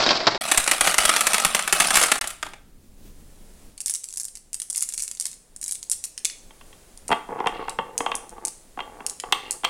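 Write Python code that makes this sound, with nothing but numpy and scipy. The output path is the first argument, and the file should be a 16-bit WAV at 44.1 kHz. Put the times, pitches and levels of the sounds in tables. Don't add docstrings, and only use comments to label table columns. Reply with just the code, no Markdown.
import sys
import numpy as np
from scipy import signal
from scipy.fft import rfft, irfft
from scipy.io import wavfile
from scipy.ndimage import uniform_filter1d, minimum_filter1d

SR = 44100
rng = np.random.default_rng(int(sys.argv[2]) if len(sys.argv) > 2 else 0)


def wav_out(sig):
    wavfile.write(sys.argv[1], SR, np.round(np.clip(np.atleast_2d(sig).T, -1, 1) * 32767).astype(np.int16))


N = 427329
TIME = np.arange(N) / SR
RING_TIME = TIME[:8192]

# frequency in Hz, relative level in dB.
CLICK_SPECTRUM = [(200, -48), (1000, -26.5), (2000, -25), (3500, -27), (4800, -12), (6500, -4.5),
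                  (8800, -0.5), (10500, -4), (11500, -14), (13000, -20), (16000, -33.5)]
# start in seconds, length in seconds, relative level in dB.
JOSTLES = [(3.853, 0.059, -29.5), (4.106, 0.21, -50), (4.353, 0.043, -46), (4.712, 0.3, -37.5),
           (4.975, 0.072, -31.5), (5.198, 0.14, -43), (5.625, 0.13, -37), (7.11, 0.066, -45)]


def amp(db):
    return 10 ** (np.asarray(db) / 20)


def unit(x):
    return x / np.sqrt(np.sum(x ** 2))


def steady(x):
    return x / np.std(x)


def blow_level(x, db, size):
    return amp(db) * x / np.sqrt(np.mean(x[:size] ** 2))


def curve(rows, column=1):
    rows = np.array(rows)
    return np.interp(TIME, rows[:, 0], rows[:, column], left=-150, right=-150)


def add(out, s, x):
    start = max(int(s * SR), 0)
    out[start:start + len(x)] += x[:N - start]


def response(spectrum, size=1024):
    hz, db = np.transpose(spectrum)
    freqs = np.maximum(np.fft.rfftfreq(size, 1 / SR), 1)
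    magnitude = amp(np.interp(np.log(freqs), np.log(hz), db))
    cepstrum = irfft(np.log(magnitude))
    cepstrum[1:size // 2] *= 2
    cepstrum[size // 2 + 1:] = 0
    return irfft(np.exp(rfft(cepstrum)))


def through(x, impulse):
    return signal.fftconvolve(x, impulse)[:len(x)]


def lowpass(x, hz, order=2):
    return signal.sosfilt(signal.butter(order, hz, fs=SR, output="sos"), x)


def band_limit(x, hz):
    return signal.sosfilt(signal.ellip(10, .2, 80, hz, fs=SR, output="sos"), x)


def fade(t60, t=RING_TIME):
    return np.exp(-np.log(1000) * t / t60)


def swells(rows, attack_s, sag_db_per_s, release_db_per_s):
    gain, age = np.zeros(N), TIME[:SR]
    for start, length, db in rows:
        level_db = db - sag_db_per_s * age - release_db_per_s * np.maximum(age - length, 0)
        add(gain, start, np.minimum(age / attack_s, 1) * amp(level_db))
    return gain


def burst(t60, t=RING_TIME):
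    return unit(rng.standard_normal(len(t)) * fade(t60, t))


def crack(decay_s):
    spectrum = rfft(rng.standard_normal(len(RING_TIME)) * fade(decay_s))
    return unit(irfft(spectrum / np.abs(spectrum) ** .5) * fade(4 * decay_s))


def pings(lo_hz, hi_hz, t60, count):
    t = RING_TIME[:4096]
    pitches = rng.uniform(lo_hz, hi_hz, (count, 1))
    rings = np.sin(2 * np.pi * pitches * t).sum(0) * fade(t60, t)
    return unit(np.pad(rings, (0, len(RING_TIME) - len(t))))


def damped_sines(modes):
    return np.array([amp(db) * np.sin(2 * np.pi * hz * RING_TIME) * fade(t60) for hz, db, t60 in modes])


def ring(sines):
    return unit(rng.choice([-1, 1], len(sines)) @ sines)


def contact(x, centroid_hz, knee_hz):
    spectrum, hz = rfft(x), np.fft.rfftfreq(len(x), 1 / SR)
    slope = np.log(1 + 1j * hz / knee_hz)
    for _ in range(6):
        power = np.abs(spectrum) ** 2
        shortfall = np.log(centroid_hz * power.sum() / (power @ hz))
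        spectrum = spectrum * np.exp(slope * shortfall / 2)
    return unit(irfft(spectrum))


def rebound(x, gap_s, db):
    lag = int(gap_s * rng.uniform(.6, 1.4) * SR)
    return x + amp(db) * np.pad(x, (lag, 0))[:len(x)]


def bumps(per_s):
    present = rng.random(N) < per_s / SR
    size_db = 5 * np.clip(rng.standard_normal(N), -2, 2)
    return steady(present * rng.choice([-1, 1], N) * amp(size_db))


def background():
    # time in seconds, mean rumble level in dB, hiss level in dB.
    levels = [(0, -52, -78), (2.6, -48.5, -68.5), (3.2, -45, -57.5), (3.65, -48.5, -54.5),
              (3.9, -58, -65.5), (6.2, -58, -60), (6.7, -51, -53), (7.6, -52, -58), (9.69, -53.5, -55)]
    # frequency in Hz, relative level in dB.
    rumble_spectrum = [(10, -4.5), (22, 5), (50, -12), (75, -11.5), (120, -17.5), (220, -15), (530, -31.5),
                       (900, -42.5), (1500, -43.5)]
    hiss_spectrum = [(200, 3.5), (500, 7.5), (1200, -3), (3000, -6), (5500, -6), (7500, -3), (10000, -2),
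                     (12500, -12.5), (16000, -12.5)]
    rumble = steady(through(rng.standard_normal(N), response(rumble_spectrum, size=8192)))
    swell_db = 2.5 * steady(lowpass(rng.standard_normal(N), 6))
    hiss = steady(through(rng.standard_normal(N), response(hiss_spectrum)))
    return amp(curve(levels) + swell_db) * rumble + amp(curve(levels, column=2)) * hiss


def peg_run():
    # start in seconds, relative level in dB, spectral centroid in Hz.
    clacks = [(0.4146, -36.5, 3200), (0.437, -40, 3000), (0.462, -33.5, 4200), (0.4898, -27.5, 3440),
              (0.515, -15.5, 5260), (0.518, -13, 5210), (0.546, -21, 4720), (0.5751, -8, 6950),
              (0.677, -15, 4780), (0.703, -34, 4000), (0.7134, -11.5, 5220), (0.7341, -24.5, 3660),
              (0.852, -22, 3600), (0.8091, -11, 5620), (0.8729, -12, 3900), (0.9431, -17.5, 4850),
              (0.9823, -8.5, 5880), (1.0323, -27.5, 3650), (1.0523, -10.5, 5840), (1.093, -10.5, 4210),
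              (1.1402, -26.5, 3350), (1.1637, -13.5, 5040), (1.2084, -14.5, 6130), (1.263, -26.5, 5490),
              (1.2688, -12, 6060), (1.3332, -16.5, 6110), (1.3437, -13, 4600), (1.382, -19.5, 4480),
              (1.4, -19.5, 5770), (1.4489, -11.5, 5260), (1.5482, -13, 4660), (1.5922, -19.5, 3910),
              (1.6772, -19, 4470), (1.7258, -7.5, 6030), (1.8008, -6.5, 5560), (1.8466, -22, 3980),
              (1.9059, -16, 5160), (1.955, -10.5, 6180), (1.9687, -8, 5570), (1.9845, -23, 5670),
              (2.014, -16, 5000), (2.0363, -15, 4600), (2.06, -25, 4690), (2.084, -24, 3600),
              (2.117, -10, 4600), (2.1563, -23, 3310), (2.213, -20.5, 5330), (2.242, -27, 2800),
              (2.2743, -24.5, 9700), (2.305, -31, 6800), (2.428, -22.5, 2480), (2.4652, -34, 2130),
              (2.5353, -37.5, 2340)]
    # frequency in Hz, relative level in dB, 60 dB decay in seconds.
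    board_modes = [(388, -3, .11), (616, -4, .07), (790, -5, .07), (1180, 0, .09), (1300, 0, .09),
                   (1370, 0, .11), (1707, -3, .08), (2315, -2, .12), (2640, -2, .11), (2890, 0, .09),
                   (3440, -4, .1), (4436, -3, .13)]
    # frequency in Hz, relative level in dB.
    clack_spectrum = [(100, -41), (200, -13), (450, -6), (800, -1), (1250, 1), (2000, 1.5), (3000, -1),
                      (4500, -1.5), (6500, 1.5), (9000, 5), (11000, -1), (13000, -12.5), (15500, -19),
                      (17000, -48)]
    roll_spectrum = [(59, -47.5), (100, -30.5), (196, -8), (300, -18), (513, -10), (633, -1), (800, -5),
                     (1000, -12.5), (1210, 0.5), (1700, -9.5), (2580, -6.5), (4840, -10.5), (6910, -14),
                     (9260, -5.5), (15000, -25.5)]
    # time in seconds, relative level in dB.
    roll_levels = [(0.41, -22.5), (0.5, -30), (0.62, -25.5), (0.79, -27.5), (0.88, -20), (0.96, -31.5),
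                   (1.02, -24), (1.14, -23), (1.24, -27.5), (1.36, -27.5), (1.52, -30), (1.7, -32.5),
                   (1.78, -28), (1.93, -22.5), (2.05, -24.5), (2.11, -33), (2.6, -78)]
    out, body, sines = np.zeros(N), response(clack_spectrum), damped_sines(board_modes)
    clatter_envelope = fade(.027, np.maximum(RING_TIME - .005, 0))
    for s, db, hz in clacks:
        snap = crack(.003) + amp(-6) * pings(896, 10000, .033, count=8)
        clatter = unit(crack(.38) * clatter_envelope)
        blow = rebound(snap, gap_s=.0033, db=-8.5)
        blow += amp(2.5) * clatter + amp(-2.5) * unit(lowpass(clatter, 3300))
        blow += amp(-8.5) * ring(sines) + amp(-3.5) * pings(1100, 4200, .03, count=6)
        clack = contact(through(blow, body), hz, knee_hz=1700)
        add(out, s, blow_level(clack, db + .16, size=309))
    grain = steady(through(bumps(per_s=1200), crack(.009)))
    wood = steady(through(bumps(per_s=830), ring(sines)))
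    excitation = amp(-8) * grain + amp(-23.5) * wood + touches(until_s=roll_levels[-1][0])
    rolling = through(excitation, unit(response(roll_spectrum)))
    skitters = [(s, .023, db - 19.5) for s, db, _ in clacks]
    skitter = swells(skitters, attack_s=.019, sag_db_per_s=12, release_db_per_s=370)
    return out + np.hypot(amp(curve(roll_levels) - 1.5), skitter) * rolling


def touches(until_s, per_s=170):
    out = np.zeros(N)
    for s in rng.uniform(0, until_s, size=int(per_s * until_s)):
        rings = pings(650, 3200, .035, count=3) + amp(3) * pings(3200, 10500, .028, count=4)
        gain = amp(17 + 1.8 * rng.standard_normal())
        add(out, s, gain * (amp(-3) * rings + amp(-2) * crack(.005)))
    return out


def tick(hz, body):
    ping = unit(np.sin(2 * np.pi * hz * RING_TIME) * RING_TIME * fade(.003))
    rings = pings(3600, 11500, .009, count=5)
    snap = rebound(crack(.0025), gap_s=.0009, db=-6) + amp(-13) * burst(.035) + amp(-5) * rings
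    return contact(unit(through(snap, body)) + amp(-6) * ping, hz, knee_hz=4700)


def glass_clicks():
    # start in seconds,
    # relative tick level in dB, tick frequency in Hz, relative clink level in dB.
    collisions = [(0.4857, -30, 7300, -36), (0.642, -23, 7300, -39), (0.8614, -30, 7400, -43),
                  (0.9127, -24, 7940, -38), (1.309, -25.5, 8340, -40), (1.4175, -27, 8000, -33),
                  (1.6243, -26, 9700, -36), (1.872, -18, 9400, -27), (1.8875, -27, 8400, -32),
                  (1.9435, -20, 7200, -25), (2.028, -18, 8600, -24), (2.1827, -28, 8800, -47),
                  (3.7787, -35, 7850, -44.5), (3.8047, -28, 8300, -40), (3.8602, -18.5, 8100, -39.5),
                  (3.8971, -19, 9200, -38), (3.9015, -22.5, 9400, -52), (3.9093, -22.5, 9500, -41),
                  (3.9389, -20.5, 8800, -42), (3.9495, -23, 7840, -41), (3.9555, -23, 7760, -38),
                  (4.0375, -35, 7930, -50), (4.0416, -26, 7450, -44), (4.0877, -30.5, 7700, -47),
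                  (4.1066, -37, 7450, -58), (4.127, -33, 6950, -60), (4.1388, -30.5, 8040, -49),
                  (4.1599, -34, 8000, -66), (4.1729, -22, 8300, -48), (4.1806, -27, 7500, -60),
                  (4.199, -23, 7800, -56), (4.2335, -28, 8500, -71), (4.2449, -30.5, 8540, -61),
                  (4.2523, -25, 8620, -64.5), (4.2833, -32.5, 8600, -49), (4.3537, -32.5, 7460, -48),
                  (4.3722, -36, 8000, -51), (4.5315, -26, 7360, -44), (4.5441, -21, 8500, -39),
                  (4.6004, -23.5, 8650, -40), (4.6188, -24, 8800, -37.5), (4.7008, -22, 8050, -53),
                  (4.7039, -23.5, 7600, -45), (4.7293, -25, 7400, -61), (4.7505, -42, 8700, -40),
                  (4.76, -20, 8900, -55), (4.772, -23, 9300, -43), (4.779, -18, 9300, -42),
                  (4.8079, -22, 8540, -45), (4.8246, -16, 8300, -52), (4.8315, -24, 8700, -43),
                  (4.882, -41, 7500, -57), (4.8899, -22.5, 7340, -50), (4.9033, -40, 7500, -46),
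                  (4.9239, -32, 8700, -43), (4.9383, -24, 7000, -47), (4.9781, -23, 8750, -41.5),
                  (4.9958, -27.5, 8300, -41.5), (5.0231, -20.5, 9060, -52), (5.0365, -23, 8500, -47),
                  (5.079, -26, 7900, -40), (5.1032, -53, 7500, -57), (5.1135, -25.5, 7550, -42.5),
                  (5.1502, -34.5, 7800, -55), (5.1725, -40.5, 7350, -45), (5.1993, -18.5, 8800, -43),
                  (5.2109, -21.5, 8500, -44), (5.2244, -30, 8000, -44), (5.2555, -20, 8740, -35.5),
                  (5.2665, -26, 8080, -41), (5.2971, -51, 8800, -64), (5.3154, -35, 8900, -59),
                  (5.5631, -32.0, 8800, -57.5), (5.6144, -28, 8600, -58), (5.6301, -28.5, 8300, -50),
                  (5.6415, -24.5, 8500, -57.5), (5.6621, -29, 7350, -46), (5.6806, -23.5, 8960, -48),
                  (5.693, -32, 8100, -56), (5.7112, -22, 9100, -58), (5.7228, -20, 8900, -60),
                  (5.7494, -30.5, 8450, -56), (5.829, -28.5, 6680, -43), (5.8983, -19.5, 10200, -46),
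                  (5.9157, -14, 8900, -36.5), (5.9335, -28, 8100, -38), (6.0401, -24.5, 8700, -34.5),
                  (6.1781, -28, 8300, -34), (6.2479, -18.5, 7240, -29), (6.2527, -16, 7700, -22),
                  (6.2988, -40, 6500, -34), (6.9753, -39, 9070, -53), (7.081, -26.5, 9100, -41),
                  (7.471, -32.5, 5800, -45), (7.6953, -27, 7800, -34), (7.9791, -16.5, 7940, -33.5),
                  (8.1534, -20.5, 8550, -55), (8.2939, -37.5, 8300, -55), (8.4514, -17.5, 8000, -39),
                  (8.472, -29, 7160, -46), (8.4822, -25.5, 7960, -40), (9.0648, -18, 7800, -35),
                  (9.0976, -25, 8100, -42), (9.2001, -27, 6970, -32), (9.5094, -17, 8600, -36),
                  (9.5269, -29, 7800, -46)]
    # frequency in Hz, relative level in dB.
    clink_spectrum = [(200, -46), (1200, -15), (2200, -2), (3300, -1.5), (4600, 7.5), (6000, 1),
                      (9000, -12), (16000, -37)]
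    out, tick_body, clink_body = np.zeros(N), response(CLICK_SPECTRUM), response(clink_spectrum)
    for s, db, hz, clink_db in list(collisions) + nudges():
        add(out, s - .0002, blow_level(tick(hz, tick_body), db - .2, size=132))
        for later_s in np.cumsum(.005 * rng.uniform(.4, 1.6, size=2)):
            rebound_db = db - 11.5 + 2.5 * rng.uniform(-1, 1)
            add(out, s + later_s, blow_level(through(crack(.005), tick_body), rebound_db, size=132))
        rings = amp(-2) * pings(4000, 6800, .011, count=3) + pings(1900, 3900, .013, count=4)
        clink = through(amp(-8.5) * crack(.014) + rings + amp(3) * burst(.035), clink_body)
        add(out, s, blow_level(clink, clink_db - 1, size=309))
    return out


def tray_thumps(flex_s=.026, boom_hz=192):
    # time in seconds, level of the push in dB, peak of the boom in dB.
    landings = [(0.587, -24, -34), (0.82, -40, -41), (0.886, -49, -35.5), (0.994, -30, -35),
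                (1.063, -31.5, -44.5), (1.281, -41, -45.5), (1.349, -52, -33), (1.463, -36, -29.5),
                (1.559, -55.5, -35), (1.738, -36, -36), (1.815, -39, -31), (1.98, -30.5, -37.5),
                (2.131, -52.5, -35)]
    out = np.zeros(N)
    flex = -np.sin(np.pi * np.minimum(RING_TIME / flex_s, 1)) ** 2
    flex -= lowpass(flex, 4, order=1)
    for s, push_db, boom_db in landings:
        hz = boom_hz * rng.uniform(.9, 1.1)
        boom = np.sin(2 * np.pi * hz * RING_TIME) * RING_TIME * fade(.043)
        add(out, s - flex_s / 2, amp(push_db) * flex + amp(boom_db) * boom / boom.max())
    return out


def buzzes(first_gap_s=.0013, restitution=.92, fall_db_per_s=431, count=32):
    # start in seconds, initial level in dB.
    settlings = [(1.99, -26.5), (2.025, -26.5), (2.055, -30), (3.803, -36), (3.861, -32), (4.201, -34.5),
                 (5.918, -33), (6.041, -34), (6.254, -55)]
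    out, body = np.zeros(N), response(CLICK_SPECTRUM)
    for s, db in settlings:
        gaps = first_gap_s * restitution ** np.arange(count) * rng.uniform(.6, 1.4, count)
        for age in np.cumsum(gaps):
            bounce = through(crack(.0012), body)
            add(out, s + age, blow_level(bounce, db - fall_db_per_s * age, size=132))
    return out


def hand_chatter():
    ticks = through(bumps(per_s=110), crack(.012))
    chatter = steady(through(ticks, response(CLICK_SPECTRUM)))
    return amp(-8) * chatter * swells(JOSTLES, attack_s=.0042, sag_db_per_s=5.5, release_db_per_s=640)


def nudges(per_s=17, count=24):
    rows = []
    for start, length, jostle_db in JOSTLES:
        ages = (np.arange(count) + rng.random(count)) / per_s
        levels = jostle_db + 6 + 2 * rng.standard_normal(count)
        pitches = rng.uniform(6500, 9800, count)
        rows += [(start + age, db, hz, db - 11)
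                 for age, db, hz in zip(ages, levels, pitches) if age < length]
    return rows


def bend(x, delay_at_1khz_s=.002174):
    hz = np.maximum(np.fft.rfftfreq(len(x), 1 / SR), 1)
    phase = 4 * np.pi * delay_at_1khz_s * np.sqrt(1000 * hz)
    return irfft(rfft(x) * np.exp(-1j * phase))


def groove():
    # start in seconds, level in dB, spectral centroid in Hz.
    knocks = [(6.507, -46.5, 1720), (6.611, -45, 1870), (6.7287, -47.5, 2700), (7.0915, -30, 730),
              (7.1042, -20, 744), (7.1152, -16.5, 1120), (7.1208, -17.5, 1310), (7.128, -16, 1330),
              (7.288, -32, 606), (7.3179, -32, 590), (7.332, -38, 650), (7.351, -39, 694),
              (7.368, -34, 715), (7.381, -37, 780), (7.3898, -31, 830), (7.403, -22, 830),
              (7.422, -46, 890), (7.4413, -28, 755), (7.46, -21.5, 850), (7.471, -17.5, 1590),
              (7.491, -34, 1150), (7.523, -34, 1060), (7.626, -33, 920), (7.6821, -25, 1090),
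              (7.7875, -19.5, 1100), (7.808, -41, 1050), (8.0048, -21, 1070), (8.0626, -18.5, 1290),
              (8.0862, -40, 1090), (8.1171, -22, 1840), (8.1437, -31, 1630), (8.3807, -39, 790),
              (8.7738, -31, 710), (8.7905, -27.5, 1190), (8.804, -28, 2010), (9.005, -35.5, 1050),
              (9.2365, -28.5, 930), (9.3246, -12.5, 3000), (9.346, -41, 2700), (9.353, -41, 2700),
              (9.6347, -29.5, 1120), (9.6437, -21.5, 2210), (9.6487, -15.5, 2950)]
    # frequency in Hz, relative level in dB, 60 dB decay in seconds.
    beam_modes = [(285, -17, .15), (385, -15, .15), (471, -11, .2), (718, -12, .17), (784, -10, .2),
                  (838, -7, .2), (890, -4, .22), (1109, 2, .2), (1152, -3, .3), (1985, -10, .12),
                  (2160, -14, .2), (2750, -9, .12), (2855, -8, .18), (3185, -5, .08), (3535, -10, .09)]
    # frequency in Hz, relative level in dB.
    knock_spectrum = [(80, -29), (200, -6.5), (300, -4.5), (470, 1), (590, -7.5), (740, 5), (900, 6),
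                      (1120, 5.5), (1300, -1), (1700, -5.5), (2000, -1.5), (2400, -6.5), (2800, 4),
                      (2970, -14), (3180, 6), (3400, -5), (3540, -2), (3850, -12), (4400, -17.5),
                      (6000, -37), (8500, -17.5), (14000, -70)]
    roll_spectrum = [(59, -44), (100, -14), (274, -9.5), (418, -4.5), (493, 5), (603, -12.5), (765, 0),
                     (1170, -10), (1400, -14), (2180, -16), (3260, -35), (8000, -53)]
    # start in seconds, length in seconds, relative level in dB.
    rolls = [(7.29, 0.13, -38.5), (7.52, 0.2, -38.5), (7.83, 0.42, -46.5), (8.31, 0.17, -48.5),
             (8.8, 0.32, -47.5), (9.24, 0.31, -47), (9.65, .04, -45)]
    out, body, sines = np.zeros(N), response(knock_spectrum, size=2048), damped_sines(beam_modes)
    for s, db, hz in knocks:
        push = signal.unit_impulse(len(RING_TIME)) + amp(-1.5) * crack(.038)
        thud = unit(bend(through(push, body))) + amp(-8.5) * ring(sines)
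        thud = unit(lowpass(thud, 2 * hz))
        tap = amp(-22) * unit(lowpass(crack(.0032), 4500))
        add(out, s - .0005, blow_level(contact(thud + tap, hz, knee_hz=400), db, size=309))
    grain = steady(lowpass(through(bumps(per_s=300), response(roll_spectrum)), 1900))
    wood = steady(through(grain, ring(sines)))
    envelope = swells(rolls, attack_s=.0065, sag_db_per_s=5.2, release_db_per_s=350)
    return out + envelope * (amp(2) * grain + amp(-6) * wood)


def spins():
    # start in seconds, length in seconds, level in dB.
    rasps = [(7.535, 0.17, -43), (9.335, 0.17, -41.5), (9.655, 0.035, -41)]
    # frequency in Hz, relative level in dB.
    rasp_spectrum = [(500, -27), (1600, -14), (2100, 6), (2450, -7), (2800, 9), (2970, -8), (3200, 2),
                     (3550, -10), (4100, -7), (4900, -14), (9000, -48)]
    rasp = steady(through(bumps(per_s=700), response(rasp_spectrum)))
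    return rasp * swells(rasps, attack_s=.0075, sag_db_per_s=38, release_db_per_s=280)


def reflections(wall_delay_s=.016):
    # frequency in Hz, relative level in dB.
    room_spectrum = [(60, -7.5), (300, 1.5), (1000, -3), (3000, -2.5), (8000, -4.5), (15000, 3.5)]
    t = TIME[:SR * 3 // 4]
    tail = unit(lowpass(burst(.51, t), 9800, order=6)) + amp(3.5) * burst(.28, t)
    arrival = np.clip((t - wall_delay_s) / .003, 0, 1)
    near = burst(.07, t) * (1 - fade(.0013, t))
    walls = unit(burst(.067, t) * arrival)
    echoes = amp(-7) * near + amp(-18.5) * walls + amp(-9.5) * unit(tail * arrival)
    return np.convolve(echoes, response(room_spectrum))


def room(x, size=16384):
    out, window = np.zeros(N), np.sqrt(signal.get_window("hann", size))
    for start in range(0, N, size // 2):
        piece = x[start:start + size]
        add(out, start / SR, signal.fftconvolve(piece * window[:len(piece)], reflections()))
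    return out


def half_speed(x, from_s):
    stretched = signal.resample_poly(x[int(from_s * SR):][:N // 2 + 1], 2, 1)[:N]
    return band_limit(stretched, 8200)


def scene():
    # start in seconds, end in seconds.
    pauses = [(0.378, 0.410), (2.191, 2.211)]
    board = peg_run()
    beam = groove() + spins()
    glass = hand_chatter() + glass_clicks() + buzzes()
    echoes = room(amp(-1) * board + amp(-2) * beam + glass)
    sound = board + beam + glass + echoes + tray_thumps() + background()
    opening = amp(-.9) * half_speed(sound, from_s=1.9825)
    sound = np.where(TIME < pauses[0][1], opening, sound)
    silent = sum((TIME > start) & (TIME < end) for start, end in pauses)
    return (sound * uniform_filter1d(1. - silent, size=100))[None]


def record(dry):
    gain = np.minimum(1, .93 / (np.abs(dry) + 1e-9))
    gain = uniform_filter1d(minimum_filter1d(gain, size=150), size=150)
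    return band_limit(dry * gain, 16000)


dry = scene()
out = record(dry)
wav_out(out)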